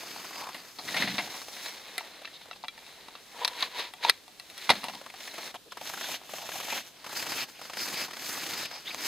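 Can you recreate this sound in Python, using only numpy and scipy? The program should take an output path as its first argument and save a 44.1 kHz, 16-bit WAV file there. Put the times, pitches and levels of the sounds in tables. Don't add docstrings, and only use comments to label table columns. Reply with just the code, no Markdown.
import sys
import numpy as np
from scipy import signal
from scipy.fft import rfft, irfft
from scipy.io import wavfile

SR = 44100
rng = np.random.default_rng(int(sys.argv[2]) if len(sys.argv) > 2 else 0)


def unload_wav(signal):
    wavfile.write(
        sys.argv[1],
        SR,
        np.round(np.clip(np.atleast_2d(signal).T, -1, 1) * 32767).astype(np.int16),
    )


def voltage_ratio(decibels):
    exponent = np.asarray(decibels, float) / 20
    return 10 ** exponent


N = 399987
SWELL_DB = 25
PASS_S = 6.97


def rms_one(x):
    return x / np.sqrt(np.mean(x ** 2) + 1e-20)


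def at_hz(points, hz):
    point_hz, value = np.transpose(points)
    return np.interp(np.log(hz + 1), np.log(point_hz), value)


def band(x, low_hz, high_hz):
    return signal.sosfilt(signal.butter(2, [low_hz, high_hz], "band", fs=SR, output="sos"), x)


def colour(x, spectrum):
    size = 8192
    cepstrum = irfft(np.log(voltage_ratio(at_hz(spectrum, np.fft.rfftfreq(size, 1 / SR)))))
    cepstrum[1:size // 2] *= 2
    cepstrum[size // 2 + 1:] = 0
    response = irfft(np.exp(rfft(cepstrum)))[None, :size // 2]
    return signal.fftconvolve(x, response, axes=1)[:, :x.shape[1]]


def resonate(x, hz, width_hz):
    r = np.exp(-np.pi * width_hz / SR)
    top = [(1 - r * r) / 2, 0, (r * r - 1) / 2]
    return signal.lfilter(top, [1, -2 * r * np.cos(2 * np.pi * hz / SR), r * r], x)


def drift(rate_hz):
    r = np.exp(-2 * np.pi * rate_hz / SR)
    wander = signal.lfilter([1], [1, -2 * r, r * r], rng.standard_normal(N + SR))
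    return rms_one(wander[SR:])


def burst(length, rise_s, t60, spike):
    t = np.arange(length) / SR
    x = rng.standard_normal((2, length)) * voltage_ratio(2.9 * rng.standard_normal(length))
    x = x * np.minimum(t / max(rise_s, 1e-5), 1)
    x = x * voltage_ratio(-60 * np.maximum(t - rise_s, 0) / t60)
    x[0, round(rise_s * SR)] += spike
    return x


def add(out, s, x, peak_db):
    i = max(round(s * SR), 0)
    out[:, i:i + x.shape[1]] += (x * voltage_ratio(peak_db) / np.abs(x[0]).max())[:, :N - i]


def grains(per_s, spread_db, clump_db, clump_rate):
    born = rng.random((2, N)) < per_s / SR
    sizes = voltage_ratio(spread_db * np.minimum(rng.exponential(1, (2, N)), 4.2))
    sizes = sizes * rng.choice([-1, 1], (2, N))
    return rms_one(born * sizes * voltage_ratio(clump_db * drift(clump_rate)) + 1e-9)


def creaks(source):
    dealt = rng.integers(0, 6, N)
    pitches = enumerate(np.geomspace(500, 4000, 6))
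    return rms_one(sum(resonate(source * (dealt == k), hz, 0.59 * hz) for k, hz in pitches))


# heel fully down in seconds, sinking time in seconds,
# rolling time in seconds, heel level in dB, push-off level in dB.
BOOT_STEPS = [
    (0.0, .1, 0.45, -52, -44.5),
    (5.237, 0.36, 0.27, -46, -42.5),
    (5.88, 0.2, 0.28, -42, -38.5),
    (6.366, 0.28, 0.13, -43.5, -47),
    (6.535, 0.2, 0.27, -40, -36.5),
    (7.175, .24, 0.26, -37.5, -35.5),
    (7.8, 0.12, 0.26, -37, -37.5),
    (8.284, 0.38, 0.37, -38, -37.5),
    (9.069, 0.24, .1, -34, -33.5),
]


def footsteps():
    # lows in dB, highs in dB
    sink, heel, push, trickle = (-0.5, -11), (-6.5, 1.5), (-4.5, -1.6), (0.42, -4)
    lift = (-7.5, -4.5)
    moves = []
    for s, sink_s, roll_s, heel_db, push_db in BOOT_STEPS:
        off = s + roll_s + 0.027
        trickle_db = push_db - 19.5
        moves.append([(s - sink_s, heel_db - SWELL_DB, *sink),
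                      (s, heel_db, *heel),
                      (s + 0.31 * roll_s, heel_db - 1.5, *push),
                      (s + 0.86 * roll_s, push_db, *push),
                      (s + roll_s, push_db - 1.5, *lift),
                      (off, trickle_db, *trickle),
                      (off + 0.21, trickle_db - 22, *trickle)])
    return moves


# time in seconds, effort in dB,
# speed as brightness in dB.
GEAR_HANDLING = [(0.0, -46, -3), (0.6, -48.5, -5), (0.75, -58.5, 3), (0.86, -44.5, 2.5), (1.29, -44, -1),
                 (1.52, -53.5, 6), (1.781, -50, -2.5), (2.0, -48, -3), (2.25, -53.5, -9), (2.53, -57.5, -7),
                 (2.69, -67, -19), (2.8, -53, -3), (3.17, -56, -7.5), (3.25, -60, 1), (3.4, -47.5, -2),
                 (3.95, -58, -4), (4.23, -63, -1), (5.1, -56, -2)]


def handling():
    return [[(s, db, -3.5, highs_db) for s, db, highs_db in GEAR_HANDLING]]


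def swell(s, rise_s, fall_s, db, *tone):
    return [(s - rise_s, db - SWELL_DB, *tone), (s, db, *tone), (s + fall_s, db - SWELL_DB, *tone)]


# peak in seconds, rise in seconds, fall in seconds, level in dB, highs in dB.
SINGLE_SCRAPES = [(1.008, 0.16, 0.28, -31.5, -10), (1.207, .15, 0.19, -52, 7),
                  (1.68, 0.43, 0.15, -40.5, -1), (4.659, 0.27, 0.074, -42, -2.5),
                  (4.719, 0.053, 0.18, -34.5, -7.5), (4.86, 0.62, 0.59, -49, 0.5),
                  (2.35, 0.25, 0.061, -54, -7), (6.875, 0.11, 0.075, -52.5, 3),
                  (7.495, 0.042, 0.074, -49, 0), (7.638, 0.19, 0.29, -46, -3),
                  (8.74, 0.49, 0.26, -43.5, -6.5), (8.895, 0.18, 0.14, -44, -5.5)]


def scrapes():
    return [swell(*row[:4], -7, row[4]) for row in SINGLE_SCRAPES]


# peak in seconds, rise in seconds, fall in seconds,
# rub level in dB, ring level in dB.
COVER_TUGS = [
    (3.429, 0.11, 0.16, -45, -34),
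    (3.627, 0.097, 0.083, -31.5, -40),
    (3.802, 0.11, .11, -31.5, -35.5),
    (4.035, 0.031, 0.17, -35.5, -45),
    (4.1, 0.11, 0.02, -37, -33),
    (4.85, 0.051, 0.28, -61, -46.5),
]


def tug_rubs():
    return [swell(*row[:4], -12.5, -9.5) for row in COVER_TUGS]


def pressure():
    t = np.arange(0, N / SR + .002, .002)
    power = 1e-15
    for move in handling() + footsteps() + scrapes() + tug_rubs():
        s, db, lows_db, highs_db = np.transpose(move)
        tone = np.array([np.interp(t, s, lows_db), 0 * t, np.interp(t, s, highs_db)])
        level_db = np.interp(t, s, db, left=-150, right=-150)
        power = power + voltage_ratio(2 * (level_db + tone))
    return [np.interp(np.arange(N) / SR, t, np.sqrt(p)) for p in power]


# frequency in Hz, level in dB per Hz.
SLED_COLOUR = [(24, -51), (40, -32), (249, -1), (467, 0), (810, 2), (1440, -1), (2100, 3), (3060, 0),
               (4030, 8.5), (5310, 1.5), (7000, -6), (8340, -15), (9220, -11.5), (14100, -17),
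               (16000, -11.5)]
COMING_COLOUR = [(59, -47), (100, -14), (308, -6.5), (433, -12), (691, -5), (1250, -9.5), (2420, -4.5),
                 (4110, -1.5), (5420, -2), (6420, -2), (8280, -15), (13500, -12.5), (16000, -19)]
BEHIND_COLOUR = [(60, -44), (100, -13), (300, -2.5), (520, -7), (750, -5), (1300, -4.5), (2400, -3),
                 (3300, -5), (4300, 1.5), (4850, 6.5), (5450, 1.5), (6300, 1.5), (8500, -10.5),
                 (13500, -9.5), (16000, -11.5)]


def friction(source, flicker_db):
    low_gain, mid_gain, high_gain = pressure()
    cuts = [0, round(.76 * SR), round(5.65 * SR), round(PASS_S * SR), N]
    colours = BEHIND_COLOUR, SLED_COLOUR, COMING_COLOUR, BEHIND_COLOUR
    ranges = []
    for a, b, spectrum in zip(cuts, cuts[1:], colours):
        x = colour(source[:, a:b], spectrum)
        highs = band(band(x, 5600, 22000), 5600, 22000)
        ranges.append([rms_one(r) for r in (band(x, 36, 980), band(x, 1440, 4690), highs)])
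    lows, mids, highs = np.concatenate(ranges, axis=2)
    lows = lows * voltage_ratio(-2 + flicker_db * drift(20))
    mids = mids * voltage_ratio(flicker_db * drift(31))
    return low_gain * lows - mid_gain * mids + high_gain * highs


# time
# in seconds, peak in dB, ring in Hz.
SNOW_CRUNCHES = [(0.032, -32.5, 650), (0.108, -34, 2120), (0.16, -29, 800), (0.199, -35, 1180),
                 (0.245, -32, 1160), (0.308, -33, 800), (0.357, -33, 705), (0.409, -33, 813),
                 (0.436, -32, 825), (0.468, -30, 900), (0.489, -28, 870), (1.274, -31, 818),
                 (1.416, -30, 1200), (1.483, -31, 720), (1.566, -33, 1670), (2.217, -37, 646),
                 (2.412, -41, 850), (2.455, -41, 800), (2.484, -42, 501), (2.56, -41, 800),
                 (5.013, -31.5, 636), (5.062, -29.5, 1070), (5.1, -32, 2190), (5.139, -33.5, 760),
                    (5.204, -32.5, 2190), (5.275, -29, 1830), (5.34, -29, 2150), (5.381, -27, 660),
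                    (5.542, -28.5, 714), (5.548, -30, 800), (5.554, -31, 750), (5.72, -30.5, 1180),
                    (5.771, -27.5, 1040), (5.813, -28.5, 706), (5.854, -33, 1440), (6.292, -32.5, 610),
                    (6.335, -24.5, 680), (6.383, -29, 780), (6.49, -25, 830), (7.043, -31, 890),
                    (7.064, -30, 990), (7.093, -28, 1160), (7.128, -27, 859), (7.196, -23.5, 2340),
                    (7.225, -24.5, 2050), (7.266, -24, 2250), (7.318, -23, 1360), (7.614, -31, 711),
                    (7.652, -32.5, 1130), (7.697, -29.5, 824), (7.734, -27, 2140), (7.77, -23.5, 1427),
                 (5.896, -27.5, 1040), (5.936, -28.5, 1510), (5.974, -26, 1490), (6.01, -26, 1750),
                   (6.041, -23.5, 1640), (6.089, -28.5, 690), (6.141, -30, 674), (6.214, -37.5, 740),
                   (6.234, -41, 668), (6.421, -36, 894), (6.517, -27, 1880), (6.539, -31, 886),
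                   (6.555, -26, 778), (6.601, -27.5, 1020), (6.63, -36, 773), (6.647, -35, 789),
                   (6.683, -27.5, 915), (6.724, -22, 905), (6.753, -31, 674), (6.769, -34, 689),
                 (7.165, -23.5, 2260), (7.292, -30, 2400), (7.358, -30, 2600), (7.484, -40, 864),
                    (7.592, -36, 711), (7.798, -33, 2600), (7.856, -30, 1740), (7.88, -33, 1420),
                    (7.899, -39, 2040), (7.927, -38, 1650), (7.939, -27, 1690), (7.972, -31, 2140),
                    (8.082, -33, 732), (8.108, -29.5, 1520), (8.133, -30, 1480), (8.166, -29.5, 1520),
                    (8.193, -34, 1530), (8.219, -35, 1620), (8.265, -39, 2090), (8.292, -33, 1640),
                    (8.373, -30, 896), (8.433, -24, 2120), (8.463, -25, 2400), (8.498, -27.5, 1990),
                    (8.533, -32, 2070), (8.575, -33, 2380), (8.654, -25, 2230), (8.711, -32, 573)]
COLLAPSES = SNOW_CRUNCHES


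def crunches():
    out = np.zeros((2, N))
    for s, peak_db, hz in COLLAPSES:
        near = s > PASS_S
        t60, spike, width = (.05, 2.5, .5) if near else (.042, 4, .25)
        ring_gain, pack_gain, puff_gain = (1.9, 1.1, .6) if near else (2.9, 1.3, .4)
        x = burst(1300, rise_s=.004, t60=t60, spike=spike)
        ring = ring_gain * resonate(x, hz, width * hz)
        pack = pack_gain * resonate(x, 780, 560)
        puff = puff_gain * band(x, 156, 5300) + 0.1 * band(x, 5300, 12500)
        add(out, s - .002, ring + pack + puff, peak_db - 0.6)
    return out


def surges():
    t = np.arange(0, N / SR, .001)
    db = 0
    for s, *_ in COLLAPSES:
        for depth_db, width_s in (3, 0.018), (-2, 0.059):
            db = db + depth_db * np.exp(-((t - s - .004) / (0.35 * width_s)) ** 2)
    return voltage_ratio(np.interp(np.arange(N) / SR, t, db))


# time in seconds, peak in dB, ring in Hz, thud in dB against the peak,
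# brightness in dB.
UNPACK_KNOCKS = [(0.545, -29.5, 1980, -5, -12), (0.787, -27, 4140, -5.5, -18), (0.883, -24, 1950, -28, -24),
                 (0.944, -21, 1880, -5, -16), (0.966, -16.5, 2200, -12.5, -21),
                 (1.021, -16.5, 2020, -11, -35), (1.075, -19, 2070, -8, -29), (1.182, -17, 2110, -8, -34),
                 (1.19, -18.5, 740, -5, -16), (1.342, -29, 1830, 0, -21.5), (1.66, -27, 4100, -7.5, -13)]
TURN_KNOCKS = [(1.98, -16.5, 2030, -15, -11), (2.009, -30, 869, 2, -21), (2.248, -32, 1350, -20, -37),
               (2.253, -28.5, 2750, -35, -37), (2.275, -31, 1830, -20, -26),
               (2.512, -26.5, 1310, -11.5, -44), (2.531, -34, 2600, -11, -40), (2.638, -26, 890, -5, -35),
               (2.645, -28, 730, -6, -40), (2.652, -33, 900, -5, -40), (2.682, -22.5, 3930, -26, -21),
               (2.778, -33.5, 1800, -11, -20), (2.79, -35, 4170, -18, -22), (2.865, -37, 1950, -24, -14),
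               (3.084, -31.5, 1160, -1, -17), (3.153, -31.5, 836, -4, -25), (3.937, -29.5, 3230, -4.5, -10),
               (4.28, -35.5, 3600, -10, -12), (4.398, -28.5, 4100, -16, -13), (4.5, -34, 3770, -22, -11),
               (4.579, -28, 4100, -34, -11)]
CATCH_KNOCKS = [(3.448, -9.5, 4100, -40, -14), (3.452, -17, 950, -20, -20),
                (3.478, -14.5, 4000, -34, -10.5), (3.607, -21, 4030, -36, -9), (3.625, -14, 4000, -40, -28),
                (3.628, -14, 1093, -33, -32), (4.029, -27, 1970, -23, -30), (4.037, -26, 4040, -27, -30),
                (4.045, -19, 3630, -23, -25), (4.049, -11, 916, -34, -40), (4.0855, -16.5, 3400, -37, -23),
                (4.092, -17, 3230, -37, -25), (4.0965, -2.5, 4050, -38, -10), (4.099, -11, 1920, -27, -24)]
DROP_KNOCKS = [(4.693, -6.5, 940, -11, -29), (4.700, -14, 3700, -18, -21), (4.7025, -4.5, 2050, -4.5, -19),
               (4.705, -10, 660, -9, -28), (4.714, -15, 760, -8, -37), (4.833, -31, 883, 0, -25),
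               (4.841, -18, 890, -7, -15), (4.852, -32, 895, -4, -30), (4.884, -22.5, 900, -12, -26),
               (4.897, -30, 900, -10, -30), (4.936, -31.5, 920, -4, -28), (4.949, -31, 820, -5, -16)]
# frequency in Hz, width in Hz, level in dB.
CASING_MODES = [(737, 22, 1.5), (894, 29, -3.5), (1163, 31, -8), (1350, 41, -12), (1975, 51, -7.5),
                (2350, 32, -4), (2700, 70, -4), (3330, 35, -2.5), (3760, 40, -8.5), (3900, 28, -6)]


def knock(hz, thud_db, bright_db, t60, rise_s, casing_db, width, top_db):
    x = burst(2600, rise_s=rise_s, t60=max(t60, .003), spike=6.3)
    crack = 3.7 * resonate(x, hz, width * hz)
    crack = crack + 1.0 * resonate(x, 3680, 780) + 0.78 * resonate(x, 1960, 920)
    for (mode_hz, width_hz, db), luck in zip(CASING_MODES, rng.normal(0, 2.8, len(CASING_MODES))):
        low_db = (thud_db + 6.5) * (mode_hz < 1200)
        crack = crack + voltage_ratio(db + luck + casing_db + low_db) * resonate(x, mode_hz, width_hz)
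    thud = 4.04 * resonate(x, 863, 450) + 2.0 * resonate(x, 286, 92)
    dull = crack + voltage_ratio(thud_db + 0.5) * thud
    dull = band(band(dull, 77, 6450), 77, 6450)
    dull = signal.sosfilt(signal.butter(4, 6200, fs=SR, output="sos"), dull)
    return dull + voltage_ratio(bright_db + top_db) * band(x, 8000, 12000)


def knocks():
    kinds = [(UNPACK_KNOCKS, (0.096, .0005, 3.7, 0.058, 2.4)),
             (TURN_KNOCKS, (0.024, .0003, 14, 0.064, 5.9)),
             (CATCH_KNOCKS, (0.0255, .0008, 2, 0.12, 1)),
             (DROP_KNOCKS, (0.0467, .001, 4, .08, 6))]
    out = np.zeros((2, N))
    for rows, contact in kinds:
        rise_s = contact[1]
        for s, peak_db, *strike in rows:
            add(out, s - rise_s, knock(*strike, *contact), peak_db)
    return out


def hollow(tables, modes, source):
    rings = 0
    for k, (hz, width_hz, db) in enumerate(modes):
        ring = voltage_ratio(db) * resonate(source, hz, width_hz) * np.sqrt(500 / width_hz)
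        rings = rings + (-1) ** k * ring
    gain = 0
    for rows in tables:
        s, level_db = np.transpose(rows)
        gain = gain + voltage_ratio(np.interp(np.arange(N) / SR, s, level_db, left=-150, right=-150))
    return rms_one(rings) * gain


# frequency in Hz, width in Hz, level in dB.
COVER_RINGS = [(696, 140, -31), (475, 120, -1), (970, 66, 8), (1830, 190, 0), (3300, 500, 1)]


def cover():
    rub = grains(2500, spread_db=-1.0, clump_db=3.0, clump_rate=46)
    return hollow([swell(*row[:3], row[4]) for row in COVER_TUGS], COVER_RINGS, rub)


# time in seconds, level in dB.
SLED_DRAGS = [
    [(0.8, -59), (1.052, -37), (1.32, -60)],
    [(4.68, -71), (4.708, -45.5), (5.0, -59.5)],
]
# frequency in Hz, width in Hz, level in dB.
SLED_RINGS = [(127, 56, -6), (198, 27, 1.5), (286, 74, -2.5)]


def sled():
    return hollow(SLED_DRAGS, SLED_RINGS, grains(400, spread_db=3.0, clump_db=1.5, clump_rate=23))


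# start in seconds, length in seconds, pitch in Hz, peak in dB.
BOOT_SQUEAKS = [
    (8.853, 0.013, 3050, -37),
    (8.868, 0.008, 3400, -30.5),
    (8.871, 0.018, 2030, -35.5),
    (8.872, 0.014, 3750, -30.5),
    (8.886, 0.022, 3800, -34),
    (8.9, 0.026, 2400, -32),
]
SNOW_STRAINS = [(.3, 0.15, 4870, -40), (0.309, .24, 990, -35), (2.318, .07, 3700, -39),
                (2.40, 0.055, 3600, -42), (2.548, 0.037, 3800, -44), (5.546, 0.029, 3000, -38),
                (5.654, 0.041, 397, -48.5), (5.703, .04, 3500, -41), (5.85, .06, 4000, -36),
                (5.999, 0.092, 3600, -31), (6.09, 0.094, 3700, -34), (6.379, 0.12, 4100, -40),
                (6.386, .1, 730, -38.5), (6.67, 0.11, 2320, -29.5), (7.143, 0.083, 4750, -31),
                (7.292, 0.054, 4800, -31), (7.343, 0.12, 2500, -28), (7.532, 0.077, 2470, -46.5),
                (7.598, .07, 4930, -43), (7.761, .11, 4900, -28), (7.921, 0.15, 2210, -29),
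                (7.929, .13, 4900, -30), (8.281, .1, 1800, -35), (8.501, 0.22, 5030, -35),
                (8.551, 0.15, 3680, -31), (8.7, 0.11, 5100, -38), (8.709, .09, 752.5, -39),
                (8.84, .09, 3200, -36), (8.901, .04, 4700, -37), (9.0, 0.081, 5100, -31)]


def squeaks():
    events = [(*row, 420) for row in BOOT_SQUEAKS]
    for s, length_s, hz, peak_db in SNOW_STRAINS:
        width = .45 if hz < 4400 else .15
        events.append((s, length_s, hz, peak_db, width * hz))
    out = np.zeros((2, N))
    for s, length_s, hz, peak_db, width_hz in events:
        x = rng.standard_normal((2, 12000)) * voltage_ratio(3.0 * rng.standard_normal(12000))
        x = resonate(resonate(x, hz, width_hz), hz, width_hz)[:, -round(length_s * SR):]
        add(out, s, x * signal.windows.tukey(x.shape[1], .7), peak_db)
    return out


# time in seconds, peak in dB, lowest frequency in Hz.
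DRY_SNAPS = [
    (2.631, -35, 2700),
    (4.842, -23, 2800),
    (4.953, -26.5, 3024),
    (7.306, -26, 800),
    (7.383, -24, 1500),
    (7.417, -25, 900),
    (8.222, -31, 2700),
    (8.276, -32, 3240),
    (8.9459, -17.5, 500),
]


def snaps():
    out = np.zeros((2, N))
    for s, peak_db, low_hz in DRY_SNAPS:
        x = burst(400, rise_s=.0001, t60=0.0064, spike=3.7)
        add(out, s, band(x, low_hz, 4900), peak_db)
    return out


# frequency in Hz, likeness from 0 to 1.
PORT_LIKENESS = [(60, .995), (250, 1), (800, 0.98), (2200, 0.93), (5000, 0.92), (15000, 0.85)]
# frequency in Hz, width in Hz,
# share added on the left and taken from the right.
PORT_RINGS = [(605, 1300, 0.03), (1600, 1400, 0.11), (5610, 58, -3), (8900, 810, 0)]


def ports(x):
    alike = np.clip(at_hz(PORT_LIKENESS, np.fft.rfftfreq(N, 1 / SR)), 0, 1)
    side = irfft(np.sqrt((1 - alike) / (1 + alike)) * rfft(x[1]), N)
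    for hz, width_hz, share in PORT_RINGS:
        side = side + share * resonate(x[0], hz, width_hz)
    mid = x[0] - 0.31 * resonate(x[0], 5620, 780)
    return np.array([mid + side, mid - side])


# frequency in Hz, level in dB per Hz.
AIR_COLOUR = [(13, -44), (22, -10.5), (263, -4.5), (2140, -15.5), (3060, -9.5), (4030, -8.5), (5310, -12.5),
              (13900, -20), (16000, -21)]


def still_air():
    common, left, right = colour(rng.standard_normal((3, N)), AIR_COLOUR)
    own = band(np.array([left, right]), 164, 20000)
    return voltage_ratio(-56.5) * rms_one(0.79 * common + own)


def scene():
    powder = grains(18000, spread_db=2.0, clump_db=1.5, clump_rate=23)
    crystals = creaks(grains(1500, spread_db=1.6, clump_db=1.6, clump_rate=40))
    rub = surges() * friction(powder + .5 * crystals, flicker_db=0.87)
    plastic = knocks() + cover() + sled()
    return ports(rub + crunches() + plastic + squeaks() + snaps()) + still_air()


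def low_pass(x):
    return signal.sosfilt(signal.butter(12, 16820, fs=SR, output="sos"), x)


def record(dry):
    mix = signal.sosfilt(signal.cheby2(14, 70, 16380, fs=SR, output="sos"), dry)
    return low_pass(mix)


dry = scene()
out = record(dry)
unload_wav(out)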